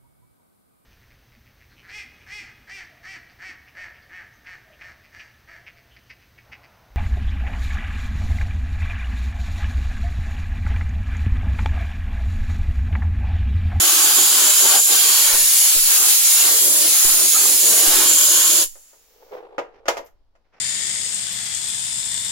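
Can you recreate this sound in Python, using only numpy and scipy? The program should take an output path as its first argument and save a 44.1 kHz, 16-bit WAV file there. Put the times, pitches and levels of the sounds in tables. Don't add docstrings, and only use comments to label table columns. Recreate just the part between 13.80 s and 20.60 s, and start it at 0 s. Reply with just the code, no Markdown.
import sys
import numpy as np
from scipy import signal
from scipy.fft import rfft, irfft
from scipy.io import wavfile
from scipy.ndimage import uniform_filter1d, map_coordinates

SR = 44100
rng = np.random.default_rng(int(sys.argv[2]) if len(sys.argv) > 2 else 0)


def put_to_file(sound):
    columns = np.atleast_2d(sound).T
    safe = np.clip(columns, -1, 1)
    whole_steps = np.round(safe * 32767)
    wavfile.write(sys.argv[1], SR, whole_steps.astype(np.int16))


N = 299880
T = np.arange(N) / SR
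FREQS = np.arange(N // 2 + 1) * SR / N
SHUT_S, SHUT_DB_PER_S = 4.828, 440


def undb(db):
    return 10 ** (np.asarray(db) / 20)

def unit(x):
    return x / np.sqrt(np.mean(x ** 2))

def curves(table):
    s, *columns = np.transpose(table)
    return [np.interp(T, s, c) for c in columns]

def fade(start_s, db_per_s):
    return undb(-db_per_s * np.maximum(T - start_s, 0))

def swells(table):
    return sum(undb(db) * np.exp(-.5 * ((T - s) / sigma_s) ** 2) for s, db, sigma_s in table)

def walk(rate_hz):
    hold = max(int(SR / rate_hz), 2)
    steps = np.repeat(rng.standard_normal(N // hold + 1), hold)
    return unit(uniform_filter1d(steps, hold)[:N])

def colour(points):
    hz, db = np.transpose(points)
    return undb(np.interp(np.log(FREQS + 1), np.log(hz), db))

def resonances(modes):
    peaks = (undb(db) / (1 + ((FREQS - hz) / width_hz * 2) ** 2) for hz, width_hz, db in modes)
    return np.sqrt(sum(peak ** 2 for peak in peaks))

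def noise(gain, alike_hz=900, drive=1, alike_share=.7):
    likeness = np.clip(alike_share / (1 + (FREQS / alike_hz / 2) ** 1.7), 0, 1)
    mid, side = rfft(rng.standard_normal((2, N)) * drive) * gain * np.sqrt([1 + likeness, 1 - likeness])
    return unit(irfft(np.array([mid + side, mid - side]), N))

def jet_noise(gain):
    return np.vstack([noise(gain, 300), noise(gain, 300)[:1]])

def delayed(x, lag_s):
    return np.array([map_coordinates(ear, [(T - lag_s) * SR], order=3, mode="wrap") for ear in x])

def from_left(x, lag_s=.00019):
    return np.vstack([x[:1], delayed(x[1:], lag_s)])

def room(x, wet_db, t60_s, apart_hz=900, treble_t60_ratio=0.81, damp_hz=3000):
    diffuse = noise(colour([(100, 5), (6000, -3.5), (16000, -3.0)]), apart_hz)
    low = irfft(rfft(diffuse) / (1 + (FREQS / damp_hz) ** 2), N)
    decay_db = -60 * T / t60_s
    tail = low * undb(decay_db) + (diffuse - low) * undb(decay_db / treble_t60_ratio)
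    tail *= np.clip(T / 0.0029, 0, 1)
    tail = tail[:, :SR // 2] / np.sqrt(np.sum(tail ** 2) / 2)
    return x + undb(wet_db) * signal.fftconvolve(np.atleast_2d(x), tail, axes=1)[:, :N]


# frequency in Hz, relative density in dB.
SHOP_SPECTRUM = [(25, -14.5), (60, -20.5), (130, -12), (250, -2.5), (500, -4.5), (900, -4.5), (2000, -17),
                 (5000, -17), (8000, -33.5), (15000, -34)]

def shop_tone(level_db=-75):
    return noise(colour(SHOP_SPECTRUM)) * undb(level_db + 1.2 * walk(9))


# centre in seconds, level in dB, sigma in seconds.
RUMBLE_SWELLS = [(0.08, -58, .14), (5.5, -65.5, 0.55), (6.3, -60.5, 0.33)]

def low_rumble():
    spectrum = colour([(20, 3.0), (45, -0.5), (100, -15.0), (135, -24.5), (400, -58.5)])
    return noise(spectrum, alike_hz=20) * swells(RUMBLE_SWELLS)


# frequency in Hz, relative density in dB.
CLOTH_SPECTRUM = [(100, -1), (500, 11), (1200, 7), (2300, 5.5), (3800, -9), (5500, -6), (7500, -24.5),
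                  (9000, -32), (16000, -34.5)]
# centre in seconds, level in dB, sigma in seconds.
CLOTH_BRUSHES = [(5.57, -58, 0.051), (5.965, -58.5, 0.025), (6.27, -64.5, 0.018), (6.66, -75, 0.023),
                 (6.76, -57, 0.025)]

def clothes():
    return noise(colour(CLOTH_SPECTRUM)) * swells(CLOTH_BRUSHES) * undb(3.4 * walk(120))


# start in seconds, level in dB.
TING_JOLTS = [(5.782, -61), (6.083, -49), (6.172, -52), (6.248, -55)]
# frequency in Hz, width in Hz, relative level in dB.
METAL_MODES = [(12250, 560, 0.5), (13650, 600, -8.5)]

def tings(t60_s=0.16):
    jolts = sum(undb(db) * (T > s) * fade(s, 60 / t60_s) for s, db in TING_JOLTS)
    return noise(resonances(METAL_MODES)) * jolts


# frequency in Hz, relative density in dB.
SCRAPE_SPECTRUM = [(100, -45.5), (250, -26.5), (370, -5.5), (470, 5), (590, -7), (680, -7.5), (800, -5.5),
                   (1050, -13), (1600, -22.5), (3500, -32), (7000, -50.5), (9000, -54), (16000, -71.5)]
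# centre in seconds, level in dB, sigma in seconds.
SCRAPE_CATCHES = [(5.428, -47.5, .009), (5.532, -33, .011), (5.55, -36, .006), (5.578, -35, .012),
                  (5.603, -43, .008), (5.65, -42, .018), (5.74, -48, .02)]

def crate_scrape(slip_hz=55, slide_db=-46, peak_s=5.596, stop_s=6.1, rise_db_per_s=66.5):
    slip_phase = np.cumsum(slip_hz * np.exp(0.25 * walk(40))) / SR % 1
    rise = undb(slide_db - rise_db_per_s * np.maximum(peak_s - T, 0))
    sliding = rise * fade(peak_s, db_per_s=20.5) * fade(stop_s, db_per_s=300)
    friction = noise(colour(SCRAPE_SPECTRUM), 1200, drive=np.exp(-slip_phase))
    return friction * np.hypot(sliding, swells(SCRAPE_CATCHES))


# start in seconds, strength in dB, treble tilt in dB per octave, rebound share 0-1.
CRATE_BLOWS = [(4.955, -33, -1, 0.5), (5.131, -33, -3.5, .3), (5.781, 0.5, -4, 0.6), (5.789, -9.5, -4, .3),
               (6.056, -17, -0.5, .5), (6.079, -17.5, 3, 0.4), (6.0825, 0.5, 3.5, 0.02),
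               (6.101, -6.5, -10, 0.6), (6.169, -13.5, 2, 0.6), (6.19, -3.5, -16, 0.6),
               (6.262, -58.5, 11, 0.5), (6.552, -43, 0.5, .5)]
# frequency in Hz, relative level in dB, T60 in seconds.
CRATE_MODES = [(338, -3, 0.078), (445.4, -11.5, 0.23), (499, -4, 0.1), (575, 4.5, 0.071),
               (666, -2.5, 0.065), (789, -9, 0.12), (1004, -9, 0.11), (1226, -2.5, 0.07), (1430, -9, 0.11),
               (1720, -15, 0.05), (1865, -6, .05), (2080, -9.5, .09)]
# frequency in Hz, relative density in dB.
CRACK_SPECTRUM = [(60, -38), (140, -17.5), (220, -6), (320, 2.5), (700, 11.5), (1200, 3.5), (2200, -2.5),
                  (3300, -7), (4000, -13), (5000, -10.5), (6800, -11.5), (8200, -25), (12500, -28),
                  (16000, -33)]

def crate_ring(t):
    ring = 0
    for hz, db, t60_s in CRATE_MODES:
        weight, detune, aim = rng.standard_normal(3)
        phase = 2 * np.pi * hz * (1 + 0.0099 * detune) * t + np.array([[1], [-1]]) * aim * hz / 2200
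        ring = ring + np.sign(weight) * undb(db + 0.54 * weight - 60 * t / t60_s) * np.sin(phase)
    return ring

def crate_knocks(ring_db=-19, crack_db=-17.5, crack_t60_s=0.11, rebound_s=0.008, rebound_t60_s=0.065,
                 bass_hz=255, attack_s=0.00021):
    out = np.zeros((2, N + SR))
    count = SR // 2
    t, hz = T[:count], np.arange(count // 2 + 1) * SR / count
    cracks = noise(colour(CRACK_SPECTRUM), 500)
    second_edge = (t > rebound_s) * undb(-60 * np.abs(t - rebound_s) / rebound_t60_s)
    radiation = (hz / (hz - 1j * bass_hz)) ** 2 * hz / np.hypot(hz, bass_hz)
    window = np.clip(np.minimum(t / attack_s, (t[-1] - t) / .1), 0, 1)
    for k, (s, db, tilt_db, rebound) in enumerate(CRATE_BLOWS):
        contact = undb(-60 * t / crack_t60_s) + rebound * second_edge
        crack = cracks[:, k * count:(k + 1) * count] * contact
        blow = undb(ring_db) * crate_ring(t) + undb(crack_db) * crack
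        tilt = undb(tilt_db * np.log2(1 + hz / 900))
        start = int(s * SR)
        out[:, start:start + count] += undb(db) * irfft(rfft(blow) * tilt * radiation, count) * window
    return room(out[:, :N], wet_db=-10.5, t60_s=0.27, apart_hz=450)


# frequency in Hz, relative density in dB.
LEAK_SPECTRUM = [(300, -4.5), (2000, 1), (4000, 0.5), (5800, 4.5), (7300, -3.5), (8700, -15), (11500, -8),
                 (13000, 3.5), (14500, 2), (16000, 6.5)]
# frequency in Hz, width in Hz, relative level in dB.
LEAK_MODES = [(7050, 1300, 0)]

def leak(seal_s=5.56, tone_fade_s=5.1):
    seeping = (1.5 - fade(SHUT_S, SHUT_DB_PER_S)) * fade(seal_s, db_per_s=258)
    hiss = noise(colour(LEAK_SPECTRUM)) * undb(-59 + .7 * walk(26))
    tone = noise(resonances(LEAK_MODES)) * undb(-60) * fade(tone_fade_s, db_per_s=88)
    return seeping * (hiss + tone)


# start in seconds, strength in dB, port (left +1, right -1),
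# direction (push +1, suction -1), rise in seconds.
MIC_PUFFS = [(1.447, -34, -1, -1, .008), (1.533, -22.5, -1, -1, .004), (1.961, -21, 1, 1, .0035),
             (2.42, -38, 1, 1, .01), (3.252, -19.5, -1, 1, .002), (4.072, -20, -1, -1, .003),
             (4.842, -31, -1, 1, .011)]

def puffs(hold_s=0.061, release_s=0.0073, vent_hz=3.4, eddy_share=0.1, eddy_s=0.018):
    out = np.zeros((2, N))
    eddies = noise(colour([(15, -6.0), (60, 0), (130, -2.5), (300, -34.5), (2000, -77.5)]), 20)
    for s, db, port, push, rise_s in MIC_PUFFS:
        age_s, ear = np.maximum(T - s, 0), int(port < 0)
        pressure = np.sign(push) * (1 - np.tanh((age_s - hold_s) / release_s / 2)) / 2
        flutter = eddy_share * eddies[ear] * np.exp(-age_s / eddy_s)
        out[ear] += undb(db) * (1 - np.exp(-age_s / rise_s)) * (pressure + flutter)
    return signal.sosfilt(signal.butter(1, vent_hz, "high", fs=SR, output="sos"), out)


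# centre in seconds, pitch in Hz, sigma in seconds, level in dB.
EDGE_NOTES = [(0.854, 620, 0.008, -38), (0.862, 900, 0.012, -31), (0.945, 1300, .01, -31),
              (0.959, 797, 0.018, -26.5), (3.561, 1301, 0.011, -26.5), (3.663, 1120, 0.018, -33.5),
              (3.92, 250, 0.0089, -41)]

def edge_tones(width_hz=130):
    return sum(noise(resonances([(hz, width_hz, 0)])) * swells([(s, db, sigma_s)])
               for s, hz, sigma_s, db in EDGE_NOTES)


# frequency in Hz, relative density in dB.
HOLLOW_SPECTRUM = [(40, -56.5), (110, -53.5), (150, -32), (190, -12), (235, -11.5), (265, -0.5),
                   (305, -0.5), (350, 6), (410, 0.5), (470, 1), (530, -2.5), (585, 3.5), (660, -5),
                   (1200, -10), (4000, -53.5)]
# time in seconds, relative level in dB.
HOLLOW_LEVELS = [(0.0, -37), (0.21, -42), (0.28, -37), (0.35, -47), (0.39, -31.5), (0.47, -46.5),
                 (0.52, -38.5), (0.71, -39), (0.75, -47.5), (0.85, -33), (0.88, -37.5), (0.98, -34.5),
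                 (1.03, -50), (1.08, -45), (1.11, -35), (1.22, -46), (1.24, -38.5), (1.35, -47),
                 (1.42, -41.5), (1.46, -46), (1.55, -36.5), (1.59, -44.5), (1.71, -50), (1.94, -55),
                 (1.96, -37.5), (2.02, -66), (2.08, -45), (2.14, -42), (2.17, -52), (2.23, -39.5),
                 (2.41, -53.5), (2.54, -49), (2.69, -36.5), (2.7, -34.5), (2.78, -40.5), (2.86, -36),
                 (3.07, -37.5), (3.22, -54), (3.25, -38), (3.26, -43.5), (3.46, -36), (3.52, -48),
                 (3.53, -40.5), (3.72, -37.5), (3.8, -44.5), (3.85, -34), (3.89, -35), (3.93, -32),
                 (3.94, -36.5), (4.06, -33), (4.1, -32), (4.13, -33), (4.32, -35), (4.38, -42.5),
                 (4.53, -39), (4.68, -42.5), (4.71, -36), (4.8, -38)]

def hollow_rumble(gain_db=-0.5):
    return noise(colour(HOLLOW_SPECTRUM), 700, alike_share=.88) * undb(curves(HOLLOW_LEVELS)[0] + gain_db)


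# frequency in Hz, relative density in dB.
ROAR_SPECTRUM = [(100, -54.5), (200, -42), (500, -11), (660, -6.5), (760, 0.5), (900, -1), (1100, 1),
                 (1500, 1.5), (1900, -1.5), (2500, -6.5), (4500, -12.5), (16000, -37)]
# frequency in Hz, width in Hz, relative level in dB.
WHEEL_MODES = [(765, 53, -8.5), (1110, 120, 2.5), (1320, 67, -2), (1525, 110, 3), (2990, 240, 3),
               (3220, 220, 2)]
# time in seconds, relative level in dB.
IMPACT_LEVELS = [(0, -28.5), (0.3, -28), (0.45, -31), (0.63, -27.5), (0.8, -32), (0.87, -27), (0.98, -28.5),
                 (1.03, -49.5), (1.11, -31), (1.55, -31), (1.62, -41), (1.8, -38), (1.95, -40),
                 (2.02, -45.5), (2.1, -34.5), (2.24, -33.5), (2.42, -41.5), (2.55, -37), (2.68, -31.5),
                 (2.8, -39.5), (2.9, -41), (3.12, -39.5), (3.3, -33), (3.42, -38), (3.5, -46.5),
                 (3.56, -34), (3.7, -38), (3.79, -45.5), (3.9, -37.5), (4.08, -30), (4.22, -27),
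                 (4.36, -35.5), (4.49, -35), (4.6, -29.5), (4.8, -36.5)]

def wheel_roar(close, gain_db=2, close_db=-4, ring_db=-2):
    roar = noise(colour(ROAR_SPECTRUM), 1100) * undb(-1.9 + close_db * close)
    ring = noise(resonances(WHEEL_MODES), 1100) * undb(ring_db) * close
    return (roar + ring) * undb(gain_db + curves(IMPACT_LEVELS)[0] + walk(70))


# frequency in Hz, width in Hz, base level in dB.
LOW_BORE_MODES = [(6730, 470, -26.5), (7204, 590, -24.5)]
# time in seconds, relative level in dB.
SING_LEVELS = [(0.0, -22), (0.01, -22), (0.2, -23), (0.24, -20.5), (0.32, -23.5), (0.39, -19),
               (0.45, -21.5), (0.72, -20.5), (0.75, -25), (0.77, -19), (1.38, -23), (1.46, -21.5),
               (1.56, -27), (1.75, -23), (2.07, -27.5), (2.12, -22.5), (2.43, -26.5), (2.45, -22),
               (2.58, -22.5), (2.61, -21), (3.02, -25.5), (3.05, -30), (3.11, -24.5), (3.27, -19.5),
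               (3.37, -26.5), (3.49, -22), (4.24, -24), (4.3, -18.5), (4.79, -20.5), (4.8, -23)]
# frequency in Hz, width in Hz, level in dB
# in open air, level in dB close to the wheel.
HIGH_BORE_MODES = [(8900, 2100, -26.5, -46.5), (10260, 600, -23.5, -27), (10800, 600, -25.5, -28),
                   (11180, 450, -29.5, -24.5)]

def bore_tones(close, sing_db, sing_slope=1.09, pitch_wander=.018, flare_db=1.0):
    out, unrest = 0, 1 - close / 2
    lower = [(hz, width_hz, db + sing_slope * sing_db) for hz, width_hz, db in LOW_BORE_MODES]
    upper = [(hz, width_hz, open_db + (close_db - open_db) * close)
             for hz, width_hz, open_db, close_db in HIGH_BORE_MODES]
    for hz, width_hz, db in lower + upper:
        tone = jet_noise(resonances([(hz, width_hz, 0)]))
        tone = delayed(tone, np.cumsum(pitch_wander * unrest * walk(16)) / SR)
        out = out + tone * unit(undb(flare_db * unrest * walk(18))) * undb(db)
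    return out


# frequency in Hz, relative density in dB.
FAR_SPLASH_SPECTRUM = [(200, -55.5), (1500, -11), (2300, -4.5), (2750, -2.5), (3050, 0.5), (4200, 0.5),
                       (5000, 0), (6200, -15.5), (9000, -25.5)]
# frequency in Hz, relative density in dB.
CLOSE_SPLASH_SPECTRUM = [(200, -55), (1500, -20), (2200, -12), (2650, -3.5), (2950, 1), (3900, 2),
                         (5000, 0.5), (6000, -5), (9000, -21)]
# time in seconds, relative level in dB.
SWISH_LEVELS = [(0.02, -24.5), (0.05, -22.5), (0.87, -23), (0.95, -21), (1.02, -29.5), (1.1, -26.5),
                (1.11, -22), (1.35, -22), (1.67, -26), (1.94, -24.5), (2.03, -28), (2.16, -22),
                (2.2, -27.5), (2.31, -22), (2.39, -25.5), (2.66, -24), (2.75, -26.5), (2.8, -26),
                (2.92, -29.5), (3.03, -24.5), (3.41, -27.5), (3.63, -26), (3.65, -27.5), (4.15, -23),
                (4.52, -24), (4.55, -23), (4.8, -24)]

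def splash(close, swish_db, base_db=-23, swish_slope=1.4):
    far = np.sqrt(1 - close) * jet_noise(colour(FAR_SPLASH_SPECTRUM))
    near = np.sqrt(close) * jet_noise(colour(CLOSE_SPLASH_SPECTRUM))
    return (far + near) * undb(base_db + swish_slope * swish_db)


# frequency in Hz, relative density in dB.
HISS_SPECTRUM = [(200, -56.5), (1000, -29.5), (2300, -12.5), (3500, -6), (5000, -1.5), (6000, 0.5),
                 (8500, 1.5), (12500, 2), (15800, -1)]

def jet_hiss(close, sing_db, swish_db, base_db=-13.5, close_db=-3, facing_slope=0.15, swish_slope=0.34):
    level_db = base_db + facing_slope * sing_db + swish_slope * swish_db + close_db * close
    return jet_noise(colour(HISS_SPECTRUM)) * undb(level_db)

def lobes(x, depth_db, rate_hz=11, bands=30):
    place = np.sqrt(FREQS / 16000) * bands
    spectrum, out = rfft(x), 0
    for k in range(bands + 2):
        band = irfft(spectrum * np.clip(1 - np.abs(place - k), 0, 1), N)
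        out = out + band * undb(depth_db * (walk(rate_hz) - depth_db * np.log(10) / 20))
    return out

def near_echoes(x, lag_ms, per_ear=9):
    fine = signal.resample_poly(x, 4, 1)
    fine_s = np.arange(len(fine)) * T[-1] / (len(fine) - 4)
    out = np.zeros((2, N))
    for k, (place, swing) in enumerate(rng.random((2 * per_ear, 2))):
        rest_ms = .5 + 5 * ((k // 2 + place) / per_ear) ** 1.5
        path_ms = rest_ms + 7 * (swing - .5) * lag_ms + .06 * walk(5)
        out[k % 2] += np.interp(T - path_ms / 1000, fine_s, fine, left=0) * rng.choice([-1, 1])
    return out / np.sqrt(per_ear)

def jet_paths(air, lag_ms, direct_share=.26, echo_share=.23):
    scattered, straight = air[:2], air[2:]
    direct = np.vstack([delayed(straight, side * lag_ms / 1000 / 2) for side in (1, -1)])
    return (np.sqrt(direct_share) * direct + np.sqrt(echo_share) * near_echoes(straight[0], lag_ms)
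            + np.sqrt(1 - direct_share - echo_share) * scattered)

def moving_room(x, close, wet_db=-9, t60_s=0.082, still_rad_per_s=3, sweep_rad_per_s=15):
    turn = np.cumsum(sweep_rad_per_s + (still_rad_per_s - sweep_rad_per_s) * close) / SR
    weights = [np.cos(turn), np.sin(turn), np.cos(turn / np.e), np.sin(turn / np.e)]
    return x + sum(w * (room(x, wet_db, t60_s) - x) for w in weights) / np.sqrt(2)


# time in seconds, left ear's lag in ms, closeness to the wheel 0-1.
HAND_PATH = [(0, -.012, .72), (1.25, -.012, .72), (1.47, -.014, .5), (1.65, .025, .1), (1.8, -.005, .2),
             (1.97, -.057, 0), (2.15, -.06, .1), (2.26, -.087, .1), (2.45, -.045, .1), (2.7, .058, .1),
             (2.93, .092, 0), (3.08, 0, .1), (3.26, -.095, .1), (3.4, -.06, 0), (3.56, .015, .1),
             (3.66, .023, .1), (3.92, -.016, .1), (4.2, -.009, .4), (4.3, -.008, 1), (4.72, -.008, 1),
             (4.83, .044, .9)]

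def jet(bleed_db=-27, bleed_db_per_s=48.5, flutter_db=0.12, lobe_db=.8,
        typical_sing_db=-24.5, typical_swish_db=-22.3):
    lag_ms, close = curves(HAND_PATH)
    flow = fade(SHUT_S, SHUT_DB_PER_S) + undb(bleed_db) * fade(SHUT_S, bleed_db_per_s)
    sing_db = curves(SING_LEVELS)[0] - typical_sing_db
    swish_db = curves(SWISH_LEVELS)[0] - typical_swish_db
    air = jet_hiss(close, sing_db, swish_db)
    air += np.sqrt(flow) * splash(close, swish_db)
    air += bore_tones(close, sing_db)
    air *= undb(flutter_db * walk(140))
    air = flow * lobes(air, lobe_db * (1 - close / 2))
    air = jet_paths(air, lag_ms)
    wheel = flow ** 1.6 * (wheel_roar(close) + hollow_rumble())
    pan_db = -.6 + 0.54 * walk(14)
    return moving_room(air * undb(np.array([pan_db, -pan_db]) / 2) + wheel, close)


def scene():
    background = leak() + clothes() + low_rumble() + shop_tone()
    air = jet() + edge_tones() + puffs()
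    crate = from_left(crate_scrape() + crate_knocks())
    return background + air + crate + tings()

def record(dry):
    top_hz = 15850
    return signal.sosfilt(signal.ellip(12, .1, 85, top_hz, fs=SR, output="sos"), np.clip(dry, -1, 1))


dry = scene()
out = record(dry)
put_to_file(out)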